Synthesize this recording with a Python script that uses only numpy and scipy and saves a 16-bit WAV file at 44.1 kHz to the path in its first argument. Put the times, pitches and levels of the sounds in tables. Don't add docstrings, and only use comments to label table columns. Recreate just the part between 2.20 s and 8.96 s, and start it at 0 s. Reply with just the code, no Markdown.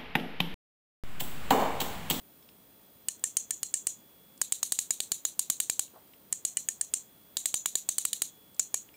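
import sys
import numpy as np
from scipy import signal
from scipy.fft import rfft, irfft
from scipy.io import wavfile
from scipy.ndimage import uniform_filter1d

SR = 44100
rng = np.random.default_rng(int(sys.argv[2]) if len(sys.argv) > 2 else 0)


def master(y):
    cut = np.clip(np.atleast_2d(y).T, -1, 1)
    pcm = np.round(cut * 32767)
    wavfile.write(sys.argv[1], SR, pcm.astype(np.int16))


def magnitude_from_level(level_db):
    exponent = np.asarray(level_db, float) / 20
    return 10 ** exponent


N = 298116

# (times the spool ring time, in s, to fall 60 dB)
SPOOL_MODES = [(6667, -1.5, 1.74), (6170, -12, 3.4), (6857, -3.5, 0.66), (6977, -2.5, 3.06),
               (7563, 4, 0.74), (8222, -0.5, 1.96), (9100, -15, 1.7), (8642, -1.5, 2.53), (9452, 1.5, 1.03),
               (9420, -5.5, 0.58), (10720, -2, 1.24), (12225, 0, 0.85), (13400, -27, 0.12),
               (12720, -1, 0.41), (14120, -6.5, 1.02)]


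def shape(hz, points):
    point_hz, point_db = np.array(points).T
    return magnitude_from_level(np.interp(np.log(np.maximum(hz, 1)), np.log(point_hz), point_db))


def band(x, lo_hz, hi_hz):
    return signal.sosfilt(signal.butter(2, [lo_hz, hi_hz], "band", fs=SR, output="sos"), x)


def add(out, start_s, x):
    i = int(start_s * SR)
    out[i:i + len(x)] += x[:len(out) - i]


def ring(modes, gains, phase, length_s=.08):
    t = np.arange(int(length_s * SR))[:, None] / SR
    hz, db, t60_s = np.transpose(modes)
    fade = np.exp(-np.log(1000) * t / t60_s)
    return (magnitude_from_level(db) * gains * fade * np.sin(2 * np.pi * hz * t + phase)).sum(axis=1)


def snaps():
    # start_s, push_db (toward the microphone), spread_db (into the room),
    # frame_hz (strongest frame tone), frame_db
    forward = [(0.8851, -6, -42, 3020, -49), (1.0396, -1.5, -37, 1800, -50),
               (1.1690, 4, -38.5, 3020, -53.5), (1.3078, -6, -41, 1800, -52),
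               (1.4313, -6.5, -41.5, 2930, -56), (1.5401, 0.5, -37, 1800, -50.5),
               (1.6694, 0.5, -38, 2870, -50.5), (4.1262, -4, -43, 1800, -53),
               (4.2507, -1.5, -37, 3000, -58), (4.3702, -5.5, -39, 1990, -43.5),
               (4.487, -3, -41, 1800, -53), (4.6118, -2, -42.5, 1800, -53.5),
               (4.7383, 0.5, -37.5, 2870, -56), (6.3952, 7, -38, 3170, -53),
               (6.5427, 0.5, -38.5, 2335, -50)]
    # start_s, push_db, spread_db, frame_hz
    backward = [(2.2154, 3.5, -41.5, 2860), (2.3224, 0.5, -40, 2900), (2.43, -4, -38, 3170),
                (2.5215, -1, -39, 3200), (2.5891, -3.5, -37, 2870), (2.7067, 1, -39.5, 2334),
                (2.8035, -10, -42, 3110), (2.9184, -3, -40, 2780), (3.0514, -2, -40, 2960),
                (3.193, 4, -39.5, 3020), (3.3, 6.5, -39, 3080), (3.4017, 0.5, -38, 2820),
                (3.498, -1, -40, 2360), (3.5935, 1, -40.5, 2870), (5.1694, -6, -40.5, 2860),
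                (5.257, -0.5, -39.5, 3200), (5.3419, -1, -39, 2980), (5.4587, -1.5, -39.5, 2310),
                (5.5544, -0.5, -38.5, 2350), (5.6895, 1, -39.5, 3220), (5.7827, 1, -39, 2930),
                (5.8519, 1, -41.5, 2370), (5.9311, -7, -42, 2960), (6.0198, -1.5, -40, 2760)]
    back_frame_db = -53
    rows = [(*row, False) for row in forward]
    rows += [(*row, back_frame_db, True) for row in backward]
    out = []
    for *row, back in rows:
        cage_db = -45 if back else -63
        if row[3] < 1900:
            cage_db -= 7.5
        out.append((*row, cage_db, back))
    return sorted(out)


def air():
    # pitch_hz, level_db (per Hz)
    hiss_colour = [(15, -13), (40, -9), (80, -6), (200, 0), (575, -7), (1700, -17), (3300, -17),
                   (5500, -21), (7500, -20), (9840, -14), (11500, -22.5), (13400, -26), (15850, -21),
                   (15990, -60)]
    # pitch_hz, level_db (rms)
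    whine = [(3262, -80), (4064, -84), (4732, -86), (7330, -87), (14718, -82), (14890, -79), (14947, -60.5),
             (15004, -77), (15176, -82)]
    # time_s, level_db (rms)
    swell = [(0, -79), (.5, -77.5), (1.2, -73), (1.8, -72), (2.15, -70.5), (3, -84), (3.9, -81), (5, -73.5),
             (6.2, -68.5), (6.4, -73), (6.76, -79)]
    t = np.arange(N) / SR
    noise = irfft(rfft(rng.standard_normal(N)) * shape(np.fft.rfftfreq(N, 1 / SR), hiss_colour), N)
    out = magnitude_from_level(-61.5) * noise / noise.std()
    swell_db = np.interp(t, *np.transpose(swell))
    for hz, db in [*whine, (3398, swell_db)]:
        waver = uniform_filter1d(np.repeat(rng.standard_normal(N // 4000 + 1), 4000), 4000)[:N]
        out += np.sqrt(2) * magnitude_from_level(db + 0.53 * waver) * np.sin(2 * np.pi * hz * t + .3 * waver)
    return out


def diffuse():
    # pitch_hz, level_db
    spread_colour = [(1500, -25), (3000, -9.5), (5200, -13), (5900, 2.5), (6300, 2.5), (7250, 6), (8000, 5),
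                     (8900, -3), (9900, -1.5), (11300, -1.5), (13000, -5), (15700, -8), (16000, -54)]
    t60_s, top_t60_s, build_s, room_db = 0.18, 0.15, 0.029, 17
    out, size = np.zeros(N), 16384
    t, hz = np.arange(size) / SR, np.fft.rfftfreq(size, 1 / SR)
    treble = 1 / (1 + (9700 / np.maximum(hz, 1)) ** 8)
    bunches = uniform_filter1d(np.repeat(rng.standard_normal(size // 128), 128), 128)
    build = (1 - np.exp(-t / build_s)) * magnitude_from_level(1.5 * bunches)
    for start_s, _, spread_db, _, _, cage_db, back in snaps():
        if back:
            centre_hz, width_hz, cage_lift_db, treble_db = 3990, 860, 2.2, 3.6
        else:
            centre_hz, width_hz, cage_lift_db, treble_db = 4187, 218, 19.5, -4.5
        cage_peak = 1 / (1 + (2 * (hz - centre_hz) / width_hz) ** 2)
        cage = magnitude_from_level(cage_db - spread_db + cage_lift_db) * cage_peak
        modes = np.zeros(len(hz))
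        for (mode_hz, *_), chance in zip(SPOOL_MODES[:9], rng.standard_normal(9)):
            modes += magnitude_from_level(5 * chance) / (1 + ((hz - mode_hz) / 90) ** 2)
        colour = shape(hz, spread_colour) * (.55 + .6 * modes) + cage
        noise = rfft(rng.standard_normal(size)) * colour
        low = irfft(noise * (1 - treble), size) * magnitude_from_level(-60 * t / t60_s)
        high = irfft(noise * treble, size) * magnitude_from_level(-60 * t / top_t60_s)
        haze = build * (low + magnitude_from_level(treble_db) * high)
        add(out, start_s + 0.002, magnitude_from_level(spread_db + room_db) * haze)
    return out


def room(x):
    # delay_s, level_db
    echoes = [(.0017, -27), (.0025, -9), (.009, -30), (0.011, -31.5), (0.0238, -51), (.038, -70)]
    sway_share, sway_s = .07, .09
    out, hold = np.zeros(N), int(sway_s * SR)
    for (delay_s, db), chance in zip(echoes, rng.standard_normal((len(echoes), 12))):
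        sway = np.repeat(rng.standard_normal(N // hold + 1), hold)[:N]
        drift = 1 + sway_share * uniform_filter1d(sway, hold // 2)
        source = np.arange(N) - np.round(delay_s * SR * drift).astype(int)
        smear = np.r_[.9, .25 * chance[1:]]
        out += magnitude_from_level(db) * np.convolve(x[np.maximum(source, 0)], smear)[:N]
    return x + band(out, 4200, 9800)


def fingers():
    # start_s, peak_db, ring_hz, t60_s, pin_db (ring of the handle pin)
    ticks = [
        (0.226, -51, 3400, .015, -13),
        (0.2892, -43.5, 2960, 0.011, -16),
        (0.994, -46, 8700, 0.0096, -40),
        (2.177, -46.5, 7400, .02, -40),
        (3.679, -50, 2780, 0.013, -40),
        (3.9355, -46.5, 2780, .02, -18),
        (6.3455, -46.5, 7630, 0.022, -40),
        (6.365, -54, 7600, 0.009, -40),
        (6.6894, -47.5, 2840, 0.027, -38),
        (6.741, -51.5, 2350, 0.16, -6),
    ]
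    # start_s, level_db, from_hz gliding to_hz, push_s, t60_s
    bump = (3.737, -50.5, 500, 880, .022, .2)
    out, t = np.zeros(N), np.arange(9000) / SR
    for (start_s, db, hz, t60_s, pin_db), chance in zip(ticks, rng.standard_normal((len(ticks), 300))):
        tick = ring([(hz, -4, t60_s), (5350, pin_db, .07), (7750, pin_db - 3, .07)], 1, 0)
        crack = chance * np.exp(-t[:300] / 0.002)
        tick[:300] += magnitude_from_level(5.5) * band(crack, hz / 1.48, hz * 1.34)
        add(out, start_s, magnitude_from_level(db) * tick)
    start_s, db, from_hz, to_hz, push_s, t60_s = bump
    rub = rng.standard_normal(len(t))
    late = np.clip(t / push_s, 0, 1)
    body = (1 - late) * band(rub, .5 * from_hz, 1.4 * from_hz) + late * band(rub, .6 * to_hz, 1.2 * to_hz)
    body = 5 * body + magnitude_from_level(-13) * band(rub, 1500, 4800)
    fade_db = -60 * np.maximum(t - push_s, 0) / t60_s
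    add(out, start_s, magnitude_from_level(db + fade_db) * body)
    return out


def struck(modes, best_hz, chance, favour_db, scatter_db, slow):
    hz, db, t60_s = np.transpose(modes)
    size = len(modes)
    favour = np.exp(-.5 * (np.log(hz / best_hz) / .03) ** 2)
    gains = magnitude_from_level(favour_db * favour + scatter_db * chance[:size])
    hz = hz * (1 + .012 * chance[:size][::-1])
    return ring(np.c_[hz, db, slow * t60_s], gains, 1.624 * chance[size:2 * size])


def pawl():
    # pitch_hz, level_db, t60_s
    cage_modes = [(3354, 10, 0.008), (3909, 3.5, 0.019), (4540, 0, 0.023), (4296, 7.5, 0.0043),
                  (5100, -78, 0.0014), (5410, 3.5, 0.0086)]
    # pitch_hz, level_db, t60_s
    frame_modes = [(1800, -6, .06), (1990, -7, .05), (2335, -4, .05), (2870, -3, .03), (3000, 1, .045),
                   (3130, -4, .03)]
    spool_t60_s = .0052
    out, t = np.zeros(N), np.arange(400) / SR
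    events = snaps()
    for event, chance in zip(events, rng.standard_normal((len(events), 500))):
        start_s, push_db, _, frame_hz, frame_db, cage_db, back = event
        best_hz = 7250 + 350 * chance[29]
        spool = struck(SPOOL_MODES, best_hz, chance, favour_db=8.0, scatter_db=2.5, slow=spool_t60_s)
        if not back:
            spool -= (1 - magnitude_from_level(-4.5)) * band(spool, 10750, 16370)
        high_db, mid_db, low_db = (8.5, -3, -8) if back else (-1, -10, -11)
        crack = chance[100:] * np.exp(-t / .001)
        spool[:400] += magnitude_from_level(high_db) * band(crack, 13800, 15965)
        spool[:400] += magnitude_from_level(mid_db) * band(crack, 11440, 12100)
        spool[:400] += magnitude_from_level(low_db) * band(crack, 950, 5700)
        cage_hz, cage_slow = (3850, .35) if back else (4170, .9)
        cage = struck(cage_modes, cage_hz, chance[30:], favour_db=0, scatter_db=1.5, slow=cage_slow)
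        frame = struck(frame_modes, frame_hz, chance[50:], favour_db=9, scatter_db=2.5, slow=0.67)
        body = magnitude_from_level(cage_db + 23.0) * cage + magnitude_from_level(frame_db + 10.0) * frame
        add(out, start_s - .0001, magnitude_from_level(push_db - 14.0) * spool + body)
    return out


def scene():
    return (room(pawl() + fingers()) + diffuse() + air())[None]


def band_limit(x):
    return signal.sosfilt(signal.butter(12, 16960, fs=SR, output="sos"), x)


def record(dry):
    clip, knee = .17, 8
    clipped = clip * dry / (clip ** knee + dry ** knee) ** (1 / knee)
    hold = np.exp(-1 / (.03 * SR))
    recent = signal.lfilter([1 - hold], [1, -hold], np.abs(clipped))
    ducked = clipped / (1 + recent / 0.1)
    x = signal.sosfiltfilt(signal.cheby1(5, .5, 15750, fs=SR, output="sos"), ducked)
    x = signal.sosfilt(signal.butter(1, 45, "high", fs=SR, output="sos"), x)
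    return band_limit(x)


dry = scene()
out = record(dry)
master(out)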